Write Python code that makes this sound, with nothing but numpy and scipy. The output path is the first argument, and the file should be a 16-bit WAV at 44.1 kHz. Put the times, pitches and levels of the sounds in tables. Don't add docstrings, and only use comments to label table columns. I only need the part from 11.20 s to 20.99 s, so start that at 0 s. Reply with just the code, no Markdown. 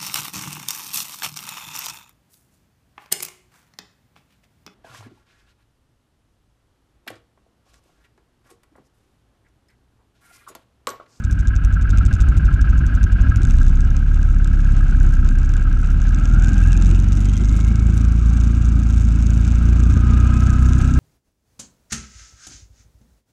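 import sys
import numpy as np
from scipy import signal
from scipy.fft import rfft, irfft, next_fast_len
from scipy.io import wavfile
from scipy.ndimage import uniform_filter1d, map_coordinates

SR = 44100
rng = np.random.default_rng(int(sys.argv[2]) if len(sys.argv) > 2 else 0)


def master_out(mix):
    frames = np.transpose(np.atleast_2d(mix))
    ceiling = np.clip(frames, -1, 1)
    pcm = np.round(ceiling * 32767).astype(np.int16)
    wavfile.write(sys.argv[1], SR, pcm)


N = 431738

# (t/s, f/Hz)
CYCLE_RATE = [(0.0, 13.699), (0.5, 11.365), (0.875, 13.134), (1.125, 12.37), (1.625, 12.172),
              (1.875, 10.928), (2.375, 15.518), (2.875, 17.96), (4.125, 16.155), (4.75, 17.637),
              (5.0, 19.599), (5.625, 21.874), (6.375, 26.129), (6.5, 27.109), (7.375, 28.465),
              (7.5, 27.993), (8.0, 27.421), (8.625, 28.767), (9.0, 30.197), (9.79, 32.363)]
# (t/s, frame shake level/dB, clatter level/dB, rattle level/dB)
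SOURCE_LEVELS = [(0, -17.5, -42, -41), (.3, -13, -37.5, -49), (.9, -11.5, -37.5, -38.5),
                 (1.6, -12.5, -35.5, -47), (2.1, -10.5, -37, -44.5), (2.4, -8.5, -43.5, -46.5),
                 (2.7, -12, -43, -57), (3.9, -10, -40.5, -51), (4.5, -12.5, -41.5, -54.5),
                 (5.3, -10.5, -42.5, -47), (5.7, -9, -57, -45), (6, -12.5, -64, -46.5),
                 (6.5, -12, -48, -50), (7.7, -12.5, -53.5, -48.5), (8.4, -12, -50, -49),
                 (8.9, -11, -43.5, -47.5), (9.79, -12.5, -41.5, -47)]
# (t/s, clutch grip 0-1, thump place/cycle, thump shape/turn, clatter place/cycle, sharpness)
ENGINE_LOAD = [(0, 0.16, 0.074, 0.33, -0.039, 1.1), (2.05, 0, 0.53, 0.21, -0.014, 2.4),
               (2.35, 0.93, 0.25, 0.49, -0.22, 4.5), (4.7, 0.99, 0.26, 0.46, -0.17, 2.8),
               (5.6, 0.93, 0.3576, 1, -0.32, 2), (8.5, 1, 0.34, 0.97, -0.12, 1.4),
               (9.79, 0.79, 0.39, 0.98, -0.21, 1.2)]
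# (multiple of cycle rate, idle level/dB, then in gear: slow, cruising, fast level/dB)
ENGINE_ORDERS = [(1, -30, -10, -14, -8.5), (2, -5.5, 0, 0, 0), (3, -5, -12, -7.5, -4),
                 (4, -1, -8.5, -11.5, -12), (5, -2, -22, -22.5, -18), (6, -13, -15.5, -18, -17),
                 (7, -9.5, -24, -21.5, -24), (8, -8, -22, -21, -20.5), (9, -25, -25, -24.5, -22),
                 (10, -27, -30, -27.5, -25), (11, -24, -32, -32, -32), (12, -28, -37, -35, -34)]
# (f/Hz, f/Hz, f/Hz)
GEAR_RATES = (22, 28, 31)
IDLE_THUMP_PLACE, TWIN_GAP = .71, 0.383
# (f/Hz, relative level/dB)
FRAME_PATH = [(10, -40), (18, -20), (32, 1), (55, 0), (90, 1), (140, 0), (248, 3.5), (264, -1), (400, -12)]

# (f/Hz, width/Hz, level/dB); half-power width is 1.34 times the width given
COVER_RESONANCES = [(1056, 27, -11), (1347, 93, -2.5), (1508, 81, 2), (1630, 57, 2.5), (2340, 880, -19)]
COVER_TILT_DB = 2
# (t/s, nominal peak level/dB, high ring 0-1)
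TIMED_BLOWS = [(0.5672, -22, 0.55), (.651, -23, 0.4), (0.733, -22, 0.2), (.8077, -20.5, 0),
               (.985, -26, 0.6), (1.121, -23, .4), (1.196, -29, 0.9), (1.228, -29, 0.9),
               (1.286, -20.5, 0.2), (1.368, -33, .5), (1.39, -24, 0.6), (1.473, -32.5, 0.4),
               (1.529, -26, 0.2), (1.869, -40, 0.6), (1.897, -27, 0.9), (1.9576, -26, 0.9),
               (2.045, -26, .5), (2.118, -20.5, 0.46), (2.411, -22, 0.7), (3.605, -27, 0.5),
               (3.93, -25, 0.9), (4.47, -25.5, 0.05), (4.566, -28, 0)]
# (f/Hz, f/Hz)
COVER_NOTES = (1325, 1604)
RING_DB, RING_HIGH = 8, (.45, .8)
CLANK_DECAY_S = 0.007
# (lower f/Hz, upper f/Hz)
COVER_BAND = (1200, 1740)

# (f/Hz, level/dB per Hz)
RUMBLE_SPECTRUM = [(12, -20), (22, -0.5), (60, 11.5), (110, -0.5), (160, -0.5), (280, -9), (370, -21),
                   (450, -39), (700, -70), (3000, -120)]
DEEP_HZ, DEEP_LOSS_DB = 130, 4
# (level/dB at 20 cycles a second, rise/dB per doubling of speed)
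RUMBLE_GROWTH = (-23.5, 2.9)
WASH_GROWTH = (-46.5, 4.55)
# (t/s, level/dB)
WATER_SURGE = [(0, 0), (.8, 5.5), (2.2, 6.5), (2.8, 1.5), (3.7, 4), (4.4, 2.5), (5.4, 5.5), (6.1, 1.5),
               (7.5, 0.5), (8.7, 4), (9.79, 4.5)]
# (f/Hz, width/Hz, level/dB); half-power width is 1.34 times the width given
CASE_RESONANCES = [(1027, 66, -5), (1320, 143, 1.5), (1545, 156, -1), (2500, 630, -10.5), (3880, 67, -23)]
# (f/Hz, level/dB per Hz)
WALL_PATH = [(200, -40), (450, -5), (800, -3.5), (930, -13), (1800, -14.5), (3000, -16.5), (4300, -21.5),
             (6400, -27), (8000, -34.5), (11000, -47), (17000, -110)]

# (f/Hz, level/dB per Hz)
RATTLE_SPECTRUM = [(1500, -30.5), (2500, -8.5), (3200, -18), (3640, -9.5), (4300, -19.5), (6400, -5.5),
                   (8000, -12.5), (10200, -30.5), (12700, -33.5), (16300, -60.5)]
# (t/s, nominal peak level/dB)
TIMED_KNOCKS = [(0.0392, -34), (0.112, -30), (0.191, -34.5), (.2735, -26.5), (0.3634, -26.5),
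                (0.449, -22.5), (0.704, -28), (0.7848, -20), (0.853, -28), (0.862, -22), (0.929, -26.5),
                (0.9463, -32.5), (0.9528, -34.5), (1.005, -28), (1.012, -25.5), (1.0198, -31.5),
                (1.098, -31.5), (1.176, -26), (1.255, -32), (1.3408, -27.5), (1.416, -26), (1.499, -35.5),
                (1.581, -31.5), (1.666, -27.5), (1.8319, -25.5), (1.8404, -25), (1.927, -33.5),
                (2.0966, -26), (2.1606, -23), (2.252, -26.5), (2.309, -25.5), (2.386, -29.5),
                (2.607, -29.5), (2.706, -34), (2.767, -28), (2.945, -31.5), (3.0303, -30.5), (3.246, -28),
                (3.2753, -30), (3.447, -36), (3.683, -37), (3.77, -36.5), (3.802, -32), (3.832, -32),
                (3.938, -32.5), (4.0896, -25.5), (4.293, -31.5), (4.339, -29.5), (4.368, -30.5),
                (4.529, -30), (4.673, -35), (4.818, -29), (4.892, -29), (4.9468, -26), (5.056, -24),
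                (5.246, -24), (5.292, -25.5), (5.4747, -28), (5.5308, -22.5), (5.576, -25.5),
                (5.6237, -23.5), (5.7132, -24), (5.922, -27), (6.2469, -26.5), (6.558, -27.5),
                (8.1055, -26), (8.489, -31), (9.3039, -26), (9.534, -24.5)]
# (place/cycle, slow level/dB, fast level/dB), over the rattle level
IDLE_MOUNT_STRIKES = [(.05, -7, -8), (.3, -11, -14), (.58, 8, 7), (.68, 11, 10), (.76, 8.5, 5),
                      (.84, -8, 1)]
GEAR_MOUNT_STRIKES = [(.125, 13, 9.5), (.375, 14, 14), (.46, 3, 7), (.58, 14.5, 16), (.74, -6, 9),
                      (.87, 11, 5.5)]
# (t/s, lead/cycle)
STRIKE_ADVANCE = [(4.7, 0), (5.3, .06), (5.9, .1), (8.8, .1), (9.79, .14)]
STRIKE_SPREAD_DB, STRIKE_SCATTER = 2.4, .009
BRIGHT_HZ, BRIGHT_SPREAD_DB = 9000, 3.5

# (t/s, level/dB)
CHURN_LEVEL = [(0, -54.5), (4.8, -46.5), (5.3, -40.5), (5.7, -34.5), (6.2, -36), (7, -42), (8.6, -39.5),
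               (9.1, -38), (9.5, -48), (9.79, -43)]
# (f/Hz, width/Hz, relative level/dB); half-power width is 1.34 times the width given
FOOTWELL_RESONANCES = [(274, 115, 0.5), (370, 34, -11.5)]
# (t/s, tone level/dB, octave level/dB, faster pair level/dB)
WHINE_LEVELS = [(4.7, -75, -67, -78), (5, -54, -40, -55), (5.2, -47, -35, -45), (5.45, -49, -34, -40.5),
                (5.62, -43, -39, -40), (5.95, -56, -44, -48), (6.15, -50, -40, -38), (6.4, -50, -39, -60),
                (7, -41.5, -47, -61), (8.2, -54.5, -48.5, -57), (8.6, -43, -50, -67), (9.1, -36, -39, -53),
                (9.79, -41, -57, -60)]
# (t/s, gear teeth meshing per engine cycle)
BELT_RATIO = [(5, 33.2), (5.3, 38), (6.2, 41.5), (6.5, 40.8), (7, 41.5), (9.1, 41.8), (9.79, 40)]
# (f/Hz, level/dB over white noise of rms 1)
HISS_SPECTRUM = [(3000, -120), (8000, -66), (12000, -75), (16000, -99)]
TOP_HZ = 16440


def amp(db):
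    return 10 ** (np.asarray(db) / 20)


def unit(x):
    return x / np.sqrt(np.mean(x ** 2) + 1e-20)


def along(points, hz):
    f, v = np.transpose(points)
    return np.interp(np.log(hz + 1), np.log(f + 1), v)


def curves(rows):
    s, *cols = np.transpose(rows)
    return [np.interp(np.arange(N) / SR, s, c) for c in cols]


def wobble(rate):
    knots = rng.standard_normal(int(N * rate / SR) + 4)
    return map_coordinates(knots, [np.arange(N) * rate / SR])


def filtered(x, response):
    m = next_fast_len(N + 8192)
    return irfft(rfft(x, m) * response(np.fft.rfftfreq(m, 1 / SR)), m)[..., :N]


def modes(table, hz):
    return sum(amp(2 * db) / (1 + (2 * (hz - c) / (1.34 * w)) ** 6) for c, w, db in table)


def shake(cycle):
    (hz,), (grip, place, shape, _, _) = curves(CYCLE_RATE), curves(ENGINE_LOAD)
    total = np.zeros(N)
    for k, idle_db, *gear_db in ENGINE_ORDERS:
        drift = .03 * max(k - 2, 0) * wobble(1.5)
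        idle_turns = k * (cycle - IDLE_THUMP_PLACE) + drift
        idle = -amp(idle_db) * np.cos(2 * np.pi * idle_turns)
        gear_turns = k * (cycle - place) + shape + drift
        gear = amp(np.interp(hz, GEAR_RATES, gear_db)) * np.cos(2 * np.pi * gear_turns)
        uneven_db = (2.8 - 2.2 * grip) * wobble(12)
        path = amp(along(FRAME_PATH, k * hz) + uneven_db)
        total += path * ((1 - grip) * idle + grip * gear)
    local_power = uniform_filter1d(total ** 2, SR // 3)
    return total / np.sqrt(np.abs(local_power))


def cover_ring(hz):
    octaves = np.clip(np.log2((hz + 1) / 1450), -.4, .4)
    tilt = amp(np.outer([-1, 1], COVER_TILT_DB * octaves))
    return np.sqrt(modes(COVER_RESONANCES, hz)) * tilt


def clatter(cycle):
    *_, place, sharp = curves(ENGINE_LOAD)

    def burst(since):
        return (1 - np.exp(-since / 0.035)) * np.exp(-2.2 * sharp * since)

    gates = np.array([burst((cycle - place - at + 0.049) % 1) for at in (0, TWIN_GAP)])
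    gates = gates * amp(0.71 * wobble(30))
    local_power = uniform_filter1d((gates ** 2).sum(0), SR // 3)
    gates = gates / np.sqrt(np.abs(local_power))
    noise = rng.standard_normal((2, N))
    return unit(filtered(gates * noise, cover_ring).sum(0))


def clanks(cycle, clatter_db):
    out, t = np.zeros(N + SR), np.arange(SR // 24) / SR
    *_, place, sharp = curves(ENGINE_LOAD)
    blows, timed = list(TIMED_BLOWS), np.transpose(TIMED_BLOWS)[0]
    for gap, high in zip((0, TWIN_GAP), RING_HIGH):
        firings = np.flatnonzero(np.diff(np.floor(cycle - place - gap + .04)) > 0)
        luck = rng.standard_normal((len(firings), 2))
        for i, (level_luck, note_luck) in zip(firings, luck):
            if np.min(np.abs(timed - i / SR)) > .015:
                blows.append((i / SR, clatter_db[i] + RING_DB + 1.5 * level_luck, high + .2 * note_luck))
    envelope = (1 - np.exp(-t / 0.0019)) * np.exp(-t / CLANK_DECAY_S)
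    for s, db, high in blows:
        share = np.sqrt(np.clip([1 - high, high], 0, 1))
        hz = np.array(COVER_NOTES) * (1 + .018 * rng.standard_normal(2))
        notes = share @ np.sin(2 * np.pi * np.outer(hz, t))
        out[round(s * SR):][:len(t)] += amp(db + 3.5) * envelope * notes
    low, high = COVER_BAND

    def band(hz):
        return 1 / np.sqrt((1 + (hz / high) ** 40) * (1 + (low / (hz + 1)) ** 12))

    return filtered(out[:N], band)


def rumble(speed):
    noise = rng.standard_normal(N) * amp(1.2 * wobble(14))
    push = unit(filtered(noise, lambda hz: amp(along(RUMBLE_SPECTRUM, hz))))
    deep = filtered(push, lambda hz: 1 / (1 + (hz / DEEP_HZ) ** 4))
    doublings = np.log2(np.maximum(speed, 14) / 14)
    return push - deep * (1 - amp(-DEEP_LOSS_DB * doublings))


def case(hz):
    return np.sqrt(modes(CASE_RESONANCES, hz) + amp(2 * along(WALL_PATH, hz)))


def wash():
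    lumps = amp(0.087 * wobble(24) + 2.0 * wobble(70))
    return unit(filtered(lumps * rng.standard_normal(N), case))


def rattle(cycle, level_db):
    grip, (lead,), (speed,) = curves(ENGINE_LOAD)[0], curves(STRIKE_ADVANCE), curves(CYCLE_RATE)
    blows = np.zeros(N + SR)
    level_db = level_db + 1.2 * wobble(6) + 1.5 * wobble(20)
    for strikes, on in ((IDLE_MOUNT_STRIKES, grip < .5), (GEAR_MOUNT_STRIKES, grip >= .5)):
        for place, slow_db, fast_db in strikes:
            at = np.flatnonzero((np.diff(np.floor(cycle + lead - place)) > 0) & on[1:])
            luck = rng.standard_normal((len(at), 3))
            strike_db = np.interp(speed[at], [18, 24], [slow_db, fast_db])
            size = amp(level_db[at] + strike_db + STRIKE_SPREAD_DB * luck[:, 0])
            at = np.abs(at + STRIKE_SCATTER * luck[:, 1] * SR / speed[at]).astype(int)
            np.add.at(blows, at, size)
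            bounce = size * amp(-15 + 4 * luck[:, 2])
            np.add.at(blows, at + round(.004 * SR), bounce)
    for s, db in TIMED_KNOCKS:
        blows[round(s * SR) - 130:][:260] = 0
        blows[round(s * SR)] = amp(db)
    t = np.arange(-SR // 50, SR // 50 + 1) / SR
    scrape = np.exp(-np.abs(t) / np.where(t < 0, .0008, .001))
    touch = 2.4 * (t == 0) + .42 * scrape
    contact = np.abs(signal.fftconvolve(blows, touch, "same")[:N])
    grit = np.sign(rng.standard_normal(N))

    def colour(hz):
        return amp(along(RATTLE_SPECTRUM, hz))

    ticks = filtered(contact * grit, colour) / np.std(filtered(grit, colour))
    top = filtered(ticks, lambda hz: hz > BRIGHT_HZ)
    return ticks + top * (amp(BRIGHT_SPREAD_DB * wobble(50)) - 1)


def churn():
    thuds = rng.standard_normal(N) * amp(3.1 * wobble(30))
    drum = filtered(thuds, lambda hz: np.sqrt(modes(FOOTWELL_RESONANCES, hz)))
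    return amp(curves(CHURN_LEVEL)[0]) * unit(drum)


def whine(cycle):
    tone_db, octave_db, fast_db = curves(WHINE_LEVELS)
    hz = curves(CYCLE_RATE)[0] * curves(BELT_RATIO)[0]
    turn = 2 * np.pi * np.cumsum(hz * (1 + .032 * wobble(220))) / SR
    teeth = amp(tone_db + 2 * wobble(40)) * np.sin(turn + .6 * wobble(150))
    teeth += amp(octave_db - 1.5 + 2 * wobble(45)) * np.sin(2 * turn + .5 * wobble(120))
    teeth += amp(tone_db - 8.0 + 1.5 * wobble(40)) * np.sin(.805 * turn)
    teeth += amp(fast_db + 4 * wobble(50)) * np.sin(3.14 * turn + 1.2 * wobble(150))
    pulse = amp(1 + 3 * np.cos(4 * np.pi * cycle))
    return filtered(teeth * pulse, case)


def scene():
    shake_db, clatter_db, rattle_db = curves(SOURCE_LEVELS)
    (speed,), (surge_db,) = curves(CYCLE_RATE), curves(WATER_SURGE)
    cycle = np.cumsum(speed) / SR

    def water(db, growth_db):
        return amp(db + growth_db * np.log2(speed / 20) + surge_db)

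    body = amp(shake_db) * shake(cycle)
    body += water(*RUMBLE_GROWTH) * rumble(speed)
    body += churn()
    air = amp(clatter_db - 2.5) * clatter(cycle)
    air += water(*WASH_GROWTH) * wash()
    air += whine(cycle)
    air += clanks(cycle, clatter_db)
    hiss = filtered(rng.standard_normal(N), lambda hz: amp(along(HISS_SPECTRUM, hz)))
    return (body + air + hiss + rattle(cycle, rattle_db))[None]


def record(dry):
    soft = dry / (1 + np.abs(dry / .88) ** 5) ** (1 / 5)
    soft = np.pad(soft, [(0, 0), (0, 8192)], "linear_ramp", end_values=soft[0, 0])
    return filtered(soft, lambda hz: (hz < TOP_HZ) / np.sqrt(1 + (15 / (hz + 1)) ** 6))


dry = scene()
out = record(dry)
master_out(out)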